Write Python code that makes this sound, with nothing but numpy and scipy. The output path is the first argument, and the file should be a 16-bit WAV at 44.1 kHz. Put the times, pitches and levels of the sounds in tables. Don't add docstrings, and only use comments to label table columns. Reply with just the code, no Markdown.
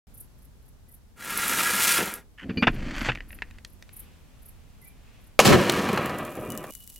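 import sys
import numpy as np
from scipy import signal
from scipy.fft import rfft, irfft, next_fast_len
from scipy.io import wavfile

SR = 44100
rng = np.random.default_rng(int(sys.argv[2]) if len(sys.argv) > 2 else 0)


def generate_wav(sig):
    pcm = np.round(np.clip(np.atleast_2d(sig).T, -1, 1) * 32767).astype(np.int16)
    wavfile.write(sys.argv[1], SR, pcm)


N = 308635
T = np.arange(N) / SR
HIT_T = T[:16384]
FFT_SIZE = next_fast_len(N)

DRAG_START_S, TUG_S, DROP_S, DRAG_STOP_S = 1.158, 1.784, 1.982, 2.27
GRIP_S, SHIFT_S, LIFT_S, CLEAR_S, TUB_STILL_S = 2.375, 2.41, 2.675, 3.075, 3.64
SLAM_S, CRASH_S, TIP_S, REST_S = 5.3912, 5.446, 6.37, 6.715

# frequency in Hz, level in dB.
BLOW_EQ = [(60, -26.5), (200, -15.5), (450, 0.5), (900, -4.5), (1400, -5.5), (3000, -10), (8000, -34),
           (16000, -36.5)]
CRACK_EQ = [(120, -39), (200, -37), (401, -2.5), (569, -4), (916, -8.5), (1080, -7), (1370, -28.5),
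            (2750, -12), (5420, -20), (6400, -14), (7970, -22), (11900, -25), (16000, -52.5)]
TABLE_EQ = [(25, -15), (45, -16.5), (85, -8), (115, -4.5), (150, -0.5), (205, 2.5), (250, -2), (365, -1.5),
            (540, -5.5), (650, -14), (720, -9), (1000, -29)]
CRUNCH_EQ = [(290, -35.5), (500, -12.5), (561, -4.5), (787, -3.5), (1130, -2), (1610, -5.5), (1720, -4.5),
             (2210, -7.5), (2400, -8), (2940, -13.5), (3240, -12.5), (3710, -23), (4200, -16.5),
             (5460, -41), (9240, -120)]
DULL_CRUNCH_EQ = [(290, -30.5), (500, -15.5), (629, 1), (662, -5.5), (875, -7), (1210, -5), (1330, -9),
                  (1760, -13.5), (2510, -14.5), (2640, -14), (3800, -27), (4940, -50), (8360, -120)]
COARSE_DUST_EQ = [(1760, -18), (3000, 3), (3240, -2.5), (5220, -4), (6300, -5.5), (9010, -11), (12500, -14),
                  (16000, -19)]
FINE_DUST_EQ = [(1880, -23.5), (3200, -9), (4990, -9), (7280, -4), (9340, -4.5), (11100, 1), (15200, -5),
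                (16000, -5)]
CRUMB_EQ = [(500, -34), (2000, -8), (4000, -8.5), (7000, -0.5), (12000, 2), (16000, -1)]
# frequency in Hz, level in dB.
TUB_WALL_EQ = [(500, -20), (1000, -11), (1170, -10), (1270, -0.5), (1380, 2), (1490, -12), (1650, 0),
               (1780, -6.5), (2370, -8.5), (2900, -13.5), (4500, -27.5), (9000, -44)]
TUB_DRONE_EQ = [(70, -10.5), (130, -2.5), (210, 0.5), (310, -2), (420, -4), (700, -8), (950, -10.5),
                (1200, -32.5)]
GRIT_EQ = [(1000, -28), (2000, 0), (3300, -1), (5000, -2.5), (7000, -0.5), (10000, 0), (13000, -2),
           (16000, -9)]
STONE_EQ = [(1500, -8), (5000, -9.5), (9000, -2), (11000, 9.5), (16000, -3.5)]
# frequency in Hz, level in dB.
CLACK_EQ = [(180, -33), (300, -7.5), (486, -5.5), (589, -10.5), (1180, -6.5), (1650, -0.5), (2130, -7),
            (2310, -4), (2760, -2), (3190, -17), (3510, -10), (4060, -30.5), (4400, -23.5), (14000, -70.5)]
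CHAFE_EQ = [(900, -13), (1300, -4), (1800, 2), (2400, -6), (3100, -0.5), (3600, -22), (7000, -29)]
RASP_EQ = [(600, -2.5), (950, -2.5), (1900, 4), (3200, -3.5), (3900, -13), (4500, -6.5), (5200, -14.5),
           (7300, -16.5), (10000, -31.5), (15000, -41.5)]
HOLLOW_RUB_EQ = [(41, -38), (70, -8), (199, 0), (284, -1), (464, -21.5), (533, -14.5), (653, -22.5),
                 (750, -22.5), (900, -43), (1170, -68.5), (1980, -120)]
TUB_SWAY_EQ = [(15, -9.5), (30, -1), (42, -9), (60, -14), (85, -15.5), (120, -24), (300, -63.5)]
CHIP_TOCK_EQ = [(300, -13), (1100, -14), (1850, 0.5), (2200, -3.5), (2650, 0.5), (3400, -16), (4500, -21),
                (6500, -33), (9000, -44), (14000, -63)]
CHIP_CLICK_EQ = [(2000, -9.5), (3800, 1.5), (6500, -6.5), (9000, -12), (14000, -22)]
# frequency in Hz, level in dB.
WING_EQ = [(4000, -54.5), (7000, -26.5), (8500, -19.5), (9500, -8), (11000, -3), (12500, -3.5),
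           (14900, -14.5), (16000, -23)]
WASH_EQ = [(300, 0), (900, -1.5), (1700, -2), (2500, 2), (3500, -4), (5000, -11), (9000, -17.5)]
ROOM_EQ = [(20, -6.5), (33, -3), (55, -5), (85, -8.5), (160, -16.5), (235, -18), (320, -26), (1300, -36),
           (2400, -40), (8500, -43.5), (13000, -44.5), (16000, -49)]

# pitch in Hz, level in dB, seconds to fall 60 dB.
BLOCK_MODES = [(543, 1.5, 0.12), (618, -5, 0.3), (1260, -4.5, 0.19), (1810, -9.5, .3), (1960, -2.5, 0.42),
               (2435, 0.5, .25), (2780, -8.5, .3)]
IRON_MODES = [(2396, -3.5, 0.23), (2930, -0.5, 0.052), (4200, -10.5, 0.075), (4530, -8.5, 0.14),
              (4730, -8, 0.16), (6202, -31.5, 0.14)]
STRAP_MODES = [(2932, -4, 0.26), (2930, -11, .15), (5900, -16, 0.15)]
TUB_WALL_MODES = [(100.6, -6, 0.064), (197.8, 1.5, 0.087), (245, -1, 0.12), (325, -10, 0.077),
                  (433, -11, 0.11)]
TUB_BOTTOM_MODES = [(35.8, -6, 0.34), (123, 0, 0.16)]

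# start in seconds, bump, crunch and snap levels in dB,
# decay in seconds.
BREAK_HITS = [(5.453, -19.5, -21, -20, 0.018), (5.525, -19, -16, -25, 0.02),
              (5.696, -39, -17.5, -14, 0.0035), (5.888, -36, -23, -36.5, .0088),
              (5.928, -20, -32, -39, 0.0057), (5.974, -28, -18, -32.5, 0.0062),
              (6.095, -40, -31, -40, 0.007), (6.374, -26.5, -39, -66, 0.0048),
              (6.641, -48, -36, -57, 0.0085)]
# start in seconds, click level in dB, strap ping level in dB.
CRUMB_HITS = [(5.6136, -21, -70), (5.722, -13, -70), (5.932, -19, -72), (5.9624, -24, -70),
              (6.06, -16.5, -70), (6.187, -22, -62), (6.252, -23, -70), (6.5033, -17, -40.5),
              (6.521, -18, -60), (6.576, -14.5, -49), (6.7067, -23.5, -50.5), (6.737, -26, -65),
              (6.7517, -19, -51), (6.805, -34.5, -50.5), (6.8758, -23, -59), (6.9022, -28, -55),
              (6.9606, -24.5, -49.5)]
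# start in seconds, level in dB.
STONE_HITS = [(1.249, -27), (1.306, -20), (1.375, -9.5), (1.481, -11.5), (1.799, -20), (1.826, -16),
              (2.058, -19), (2.139, -16.5)]
# start in seconds, wall thud, bottom drum and clack levels
# in dB, clack decay in seconds, iron ring level in dB.
KNOCK_HITS = [(1.604, -53, -70, -20, 0.0023, -80), (1.984, -33, -46, -24, .007, -79),
              (2.003, -34, -40, -23.5, 0.0072, -77), (2.493, -16.5, -55, -35, 0.011, -49.5),
              (2.572, -14, -47.5, -35, 0.0065, -26), (2.624, -12, -42.5, -15, 0.0096, -54),
              (2.6696, -17, -20, -10, 0.0073, -47), (2.76, -50, -27.5, -44, .007, -80),
              (3.086, -27, -20.5, -17, .008, -52)]
# start in seconds, tock level in dB, click level in dB.
CHIP_HITS = [(3.119, -20, -72), (3.1509, -31, -37), (3.1557, -24, -43), (3.1742, -29, -57),
             (3.186, -36, -75), (3.2057, -26.5, -60), (3.306, -34.5, -73), (3.3294, -33.5, -70),
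             (3.388, -35, -80), (3.4211, -17, -50), (3.4253, -28, -45), (3.5103, -41, -46.5),
             (3.585, -37.5, -45), (3.6487, -32.5, -27.5), (3.8248, -36.5, -37.5), (3.8922, -39, -45)]
# start in seconds, level of the last stroke in dB.
CRICKET_CHIRPS = [(0.135, -43.5), (.379, -60), (.615, -62), (.874, -50), (2.08, -42.5), (2.55, -59.5),
                  (2.675, -61), (2.95, -50), (3.277, -49), (3.659, -59), (3.924, -43), (4.418, -51),
                  (4.808, -49.5), (5.2, -59), (6.352, -53), (6.727, -53)]
# start and length in seconds, first and last pitch in Hz, level in dB.
BIRD_NOTES = [(.865, 0.06, 2000, 1910, -75), (4.806, 0.054, 2096, 1970, -60),
              (4.84, 0.052, 2250, 2430, -62)]
# centre and half width in seconds, level in dB.
HISS_SWELLS = [(4.03, 0.15, -66), (4.45, 0.65, -68.5), (5.16, .18, -64)]
# time in seconds, level in dB.
ROOM_FADER = [(.07, -49.5), (1.1, -52.5), (2.3, -52.5), (4.0, -49), (5.3, -50), (7, -52)]
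# frequency in Hz, correlation from 0 to 1.
ROOM_CORRELATION = [(30, 0.34), (120, 0.2), (500, 0.44), (2000, .15), (12000, 0.022)]


def slam():
    out = np.zeros(N)
    add(out, SLAM_S, amp(5.5) * burst(BLOW_EQ, .004))
    add(out, SLAM_S + .0083, amp(-9) * burst(CRACK_EQ, .004) + amp(-15.5) * burst(CRACK_EQ, .017))
    return out


def block_roll(fade_db_per_s=5.5):
    roll = envelope(SLAM_S, attack_s=.014, hold_s=.62, fall_db_per_s=35.5)
    roll *= amp(-fade_db_per_s * np.maximum(T - SLAM_S, 0)) * judder(rate_hz=40, depth_db=1.17)
    boom_gain = (amp(-23.5) * roll
                 + amp(-16.5) * envelope(CRASH_S, attack_s=.04, hold_s=.063, fall_db_per_s=220)
                 + amp(-37) * envelope(TIP_S, attack_s=.0085, hold_s=.095, fall_db_per_s=45))
    crunch_gain = (amp(-26.5) * roll
                   + amp(-26.5) * envelope(CRASH_S, attack_s=.016, hold_s=.077, fall_db_per_s=282)
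                   + amp(-50.5) * envelope(TIP_S, attack_s=.16, hold_s=.046, fall_db_per_s=15))
    boom = stereo(table_boom(), table_boom(), .7 * crash_width()) * boom_gain
    crunch = stereo(wood_crunch(), wood_crunch(), .3 * crash_width()) * crunch_gain
    return (amp(-2) * boom + amp(-.83) * crunch) * until(REST_S, release_s=.011)


def table_boom():
    return unit_rms(echoes(grains(TABLE_EQ, 3000, .7), t60=.24, wet_db=-8))


def wood_crunch():
    dullness = np.clip((T - 5.8) / .58, 0, 1)
    cracks = np.sqrt(1 - dullness) * grains(CRUNCH_EQ, 3000, 2.5)
    cracks += np.sqrt(dullness) * grains(DULL_CRUNCH_EQ, 3000, 2.4)
    ringing = unit_rms(signal.oaconvolve(cracks, ring(BLOCK_MODES))[:N])
    crunch = unit_rms(echoes(cracks * judder(60, 1), t60=.19, wet_db=-5))
    return crunch + amp(-18.5 + 14.5 * dullness) * ringing


def crash_width():
    return .006 + envelope(CRASH_S, attack_s=.0055, hold_s=.091, fall_db_per_s=140)


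def breaks():
    out = np.zeros(N)
    for start, bump_db, crunch_db, snap_db, decay_s in BREAK_HITS:
        add(out, start, amp(bump_db) * burst(TABLE_EQ, 2 * decay_s))
        add(out, start, amp(crunch_db) * burst(CRUNCH_EQ, decay_s))
        add(out, start, amp(snap_db) * burst(COARSE_DUST_EQ, decay_s))
    return out


def dust():
    puff = envelope(SLAM_S, attack_s=.01, hold_s=.02, fall_db_per_s=121)
    spray = envelope(CRASH_S, attack_s=.012, hold_s=.015, fall_db_per_s=207)
    spill = envelope(SLAM_S, attack_s=.02, hold_s=.38, fall_db_per_s=50)
    trickle = np.clip((T - SLAM_S) / .02, 0, 1)
    width = .083 + .37 * crash_width()
    coarse = stereo(grains(COARSE_DUST_EQ, 5500, 3.8), grains(COARSE_DUST_EQ, 6000, 4), width)
    coarse *= amp(-34.5) * puff + amp(-24) * spray + amp(-38) * spill
    fine = stereo(grains(FINE_DUST_EQ, 3500, 6.3), grains(FINE_DUST_EQ, 3500, 5.5), width=.67)
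    return coarse + amp(-54.5) * fine * trickle


def crumbs(small_per_s=6, small_db=-27.5):
    mid, side = np.zeros((2, N))
    small_starts = T[(rng.random(N) < small_per_s / SR) & (T > CRASH_S)]
    small = [(start, small_db, -np.inf) for start in small_starts]
    for start, click_db, ping_db in CRUMB_HITS + small:
        click = amp(click_db - 1) * tick(CRUMB_EQ, rattle_db=-15, rattle_s=.0017)
        add(mid, start, click)
        add(mid, start, amp(ping_db) * ring(STRAP_MODES, detune=.0052))
        add(side, start, rng.uniform(-1.2, 1) * click)
    return np.array([echoes(ear, t60=.1, wet_db=-10) for ear in stereo(mid, side, width=.66)])


def tub_drag(speed_up_s=.34, brake_s=.25, flat_db=-2):
    speed = np.clip((T - DRAG_START_S) / speed_up_s, 0, 1) * until(DRAG_STOP_S, brake_s) ** 2.28
    tilted = until(DROP_S + .036, release_s=.03)
    tug = envelope(TUG_S, attack_s=.053, hold_s=.07, fall_db_per_s=55) * tilted
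    drop = envelope(DROP_S, attack_s=.0066, hold_s=.02, fall_db_per_s=152)
    scrape_gain = amp(flat_db * (1 - tilted))
    wall = grains(TUB_WALL_EQ, 1200, 1.5) * amp(-28 + 1.4 * tug) * speed ** .97
    wall *= judder(rate_hz=32, depth_db=.66)
    hiss = grains(GRIT_EQ, 9000, 4.1) * amp(-28.5 + 6.3 * tug) * speed ** 1.17
    drone = grains(TUB_DRONE_EQ, 900, 2.1) * (amp(-39.5) * speed ** .81 + amp(-31.5) * drop)
    out = (scrape_gain * (wall + hiss) + drone) * judder(rate_hz=60, depth_db=1.38)
    for start, db in STONE_HITS:
        add(out, start, amp(db) * tick(STONE_EQ, rattle_db=-7.5, rattle_s=.002))
    return amp(-1) * echoes(out, t60=.064, wet_db=-7)


def tub_knocks(rebound_s=.0095, rebound_db=-4.5):
    out = np.zeros(N)
    soft_attack = 1 - np.exp(-HIT_T / .0025)
    for start, thud_db, drum_db, clack_db, decay_s, iron_db in KNOCK_HITS:
        thud = amp(thud_db - 3) * ring(TUB_WALL_MODES, detune=.064)
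        drum = amp(drum_db) * ring(TUB_BOTTOM_MODES)
        iron = amp(iron_db) * ring(IRON_MODES)
        clack = amp(clack_db) * burst(CLACK_EQ, decay_s, attack_s=.00138)
        rebound = amp(clack_db + rebound_db) * burst(CLACK_EQ, .7 * decay_s, attack_s=.0012)
        add(out, start, soft_attack * (thud + drum + iron) + clack)
        add(out, start + rebound_s, rebound)
    return out


def block_slide(swell_db_per_s=66, cut_db_per_s=350):
    grip = envelope(GRIP_S, attack_s=.016, hold_s=.05, fall_db_per_s=1500)
    shift = envelope(SHIFT_S, attack_s=.061, hold_s=.19, fall_db_per_s=200)
    lift = envelope(LIFT_S, attack_s=.02, hold_s=.41, fall_db_per_s=330)
    haul = amp(np.minimum(swell_db_per_s * (T - CLEAR_S), cut_db_per_s * (CLEAR_S - T))) * (T > SHIFT_S)
    rocking = envelope(LIFT_S, attack_s=.015, hold_s=.44, fall_db_per_s=6)
    rocking *= until(TUB_STILL_S, release_s=.07)
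    heave = envelope(LIFT_S, attack_s=.015, hold_s=.072, fall_db_per_s=60)
    chafe = grains(CHAFE_EQ, 1200, 2.3) * amp(-47) * grip
    rasp = grains(RASP_EQ, 3000, 3.16) * judder(rate_hz=70, depth_db=1.9)
    rasp *= amp(-31) * haul + amp(-62) * (shift + rocking)
    rub = grains(HOLLOW_RUB_EQ, 500, 2.2) * judder(rate_hz=20, depth_db=1.6)
    rub *= amp(-37) * shift + amp(-41) * lift + amp(-39.5) * haul + amp(-56.5) * rocking
    sway = grains(TUB_SWAY_EQ, 800, 1.1)
    sway *= amp(-37.5) * heave + amp(-44.5) * lift + amp(-43.5) * rocking
    return chafe + rasp + rub + sway


def chips():
    out = np.zeros(N)
    for start, tock_db, click_db in CHIP_HITS:
        add(out, start, amp(tock_db) * tick(CHIP_TOCK_EQ, rattle_db=-6.5, rattle_s=.0023))
        add(out, start, amp(click_db) * tick(CHIP_CLICK_EQ, rattle_db=-4, rattle_s=.0014))
    return echoes(out, t60=.16, wet_db=-15.5)


def crickets(stroke_s=.029, spacing_s=.03, growth_db=4):
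    strokes = np.zeros(N)
    shape = np.sin(np.pi * np.minimum(HIT_T / stroke_s, 1)) ** 2
    for start, db in CRICKET_CHIRPS:
        for k, (jitter, jitter_db) in enumerate(rng.standard_normal((3, 2))):
            gain = amp(db - growth_db * (2 - k) + jitter_db)
            add(strokes, start + k * spacing_s + .002 * jitter, gain * shape)
    mid, side = (echoes(strokes * grains(WING_EQ, 2500, 2.8), t60=.18, wet_db=-7.5) for _ in range(2))
    return stereo(mid, side, width=.7)


def bird():
    out = np.zeros(N)
    for start, length_s, first_hz, last_hz, db in BIRD_NOTES:
        hz = np.linspace(first_hz, last_hz, int(length_s * SR))
        add(out, start, amp(db) * np.hanning(len(hz)) * np.sin(2 * np.pi * np.cumsum(hz) / SR))
    return np.array([echoes(out, t60=.3, wet_db=3), echoes(out, t60=.22, wet_db=10.5)])


def wash():
    gain = sum(amp(db) * np.exp(-((T - centre) / half_s) ** 2) for centre, half_s, db in HISS_SWELLS)
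    return stereo(grains(WASH_EQ, 26000, .94), grains(WASH_EQ, 20000, .99), width=.5) * gain


def room_tone(low_cut_hz=12):
    hz = np.fft.rfftfreq(FFT_SIZE, 1 / SR)
    left, unrelated = rfft(rng.standard_normal((2, FFT_SIZE)))
    alike = curve_at(ROOM_CORRELATION, hz)
    right = alike * left + np.sqrt(1 - alike ** 2) * unrelated
    tone = amp(curve_at(ROOM_EQ, hz)) * hz ** 2 / (hz ** 2 + low_cut_hz ** 2)
    bed = irfft(np.array([left, right]) * tone, FFT_SIZE)[:, :N]
    fader_db = np.interp(T, *np.transpose(ROOM_FADER), left=-150, right=-150)
    return amp(fader_db - 1) * unit_rms(bed)


def grains(eq, per_s, spread_db):
    chance, size, sign = rng.random((3, N))
    at = chance < per_s / SR
    clicks = np.zeros(N)
    clicks[at] = amp(spread_db * np.minimum(-np.log(size[at]), 4)) * np.sign(sign[at] - .5)
    return unit_rms(colour(clicks, eq))


def judder(rate_hz, depth_db):
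    rolloff = 1 + (np.fft.rfftfreq(FFT_SIZE, 1 / SR) / rate_hz) ** 4
    wobble = irfft(rfft(rng.standard_normal(FFT_SIZE)) / rolloff, FFT_SIZE)[:N]
    return unit_rms(amp(depth_db * unit_rms(wobble)))


def burst(eq, decay_s, attack_s=.00034):
    fade = np.exp(-HIT_T / decay_s) * (1 - np.exp(-HIT_T / attack_s))
    hit = colour(rng.standard_normal(len(HIT_T)) * fade, eq)
    return hit / np.linalg.norm(hit) * np.sqrt(decay_s * SR / 2)


def tick(eq, rattle_db, rattle_s):
    click = impulse_response(eq)
    return click / abs(click).max() + amp(rattle_db) * burst(eq, rattle_s)[:len(click)]


def ring(modes, detune=0):
    out = np.zeros(len(HIT_T))
    for hz, db, t60 in modes:
        pitch = hz * (1 + detune * rng.uniform(-1.03, 1))
        out += amp(db - 60 * HIT_T / t60) * np.sin(2 * np.pi * pitch * HIT_T)
    return out


def echoes(x, t60, wet_db):
    taps = rng.standard_normal(len(HIT_T)) * (rng.random(len(HIT_T)) < 2000 / SR)
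    taps *= amp(-60 * HIT_T / t60)
    return x + amp(wet_db) * signal.oaconvolve(x, taps / np.linalg.norm(taps))[:N]


def impulse_response(eq, size=4096):
    hz = np.abs(np.fft.fftfreq(size, 1 / SR)) + 1
    octaves_out = np.maximum(np.log2(eq[0][0] / hz), 0) + np.maximum(np.log2(hz / eq[-1][0]), 0)
    log_gain = np.log(amp(np.maximum(curve_at(eq, hz) - 18 * octaves_out, -100)))
    taps = np.fft.ifft(np.exp(np.conj(signal.hilbert(log_gain)))).real
    return taps / np.linalg.norm(taps)


def colour(x, eq):
    return signal.oaconvolve(x, impulse_response(eq))[:len(x)]


def curve_at(points, hz):
    point_hz, values = np.transpose(points)
    return np.interp(np.log(hz + 1), np.log(point_hz + 1), values)


def envelope(start, attack_s, hold_s, fall_db_per_s):
    t = T - start
    return np.clip(t / attack_s, 0, 1) * amp(-fall_db_per_s * np.maximum(t - attack_s - hold_s, 0))


def until(end, release_s):
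    return np.clip((end - T) / release_s, 0, 1)


def stereo(mid, side, width):
    return np.array([mid + width * side, mid - width * side])


def add(mix, start, sound):
    part = mix[round(start * SR):][:len(sound)]
    part += sound[:len(part)]


def amp(db):
    return 10 ** (np.asarray(db) / 20)


def unit_rms(x):
    return x / np.sqrt(np.mean(x ** 2) + 1e-20)


def scene():
    tub = tub_drag() + echoes(block_slide() + tub_knocks(), t60=.1, wet_db=-24.5) + chips()
    table = slam() + block_roll() + dust() + breaks() + crumbs()
    return tub + table + crickets() + bird() + wash() + room_tone()


def record(dry):
    ceiling, cutoff_hz = .57, 16100
    lowpass = signal.firwin(511, cutoff_hz, window=("kaiser", 9), fs=SR)
    return signal.oaconvolve(np.clip(dry, -ceiling, ceiling), lowpass[None], "same")


dry = scene()
out = record(dry)
generate_wav(out)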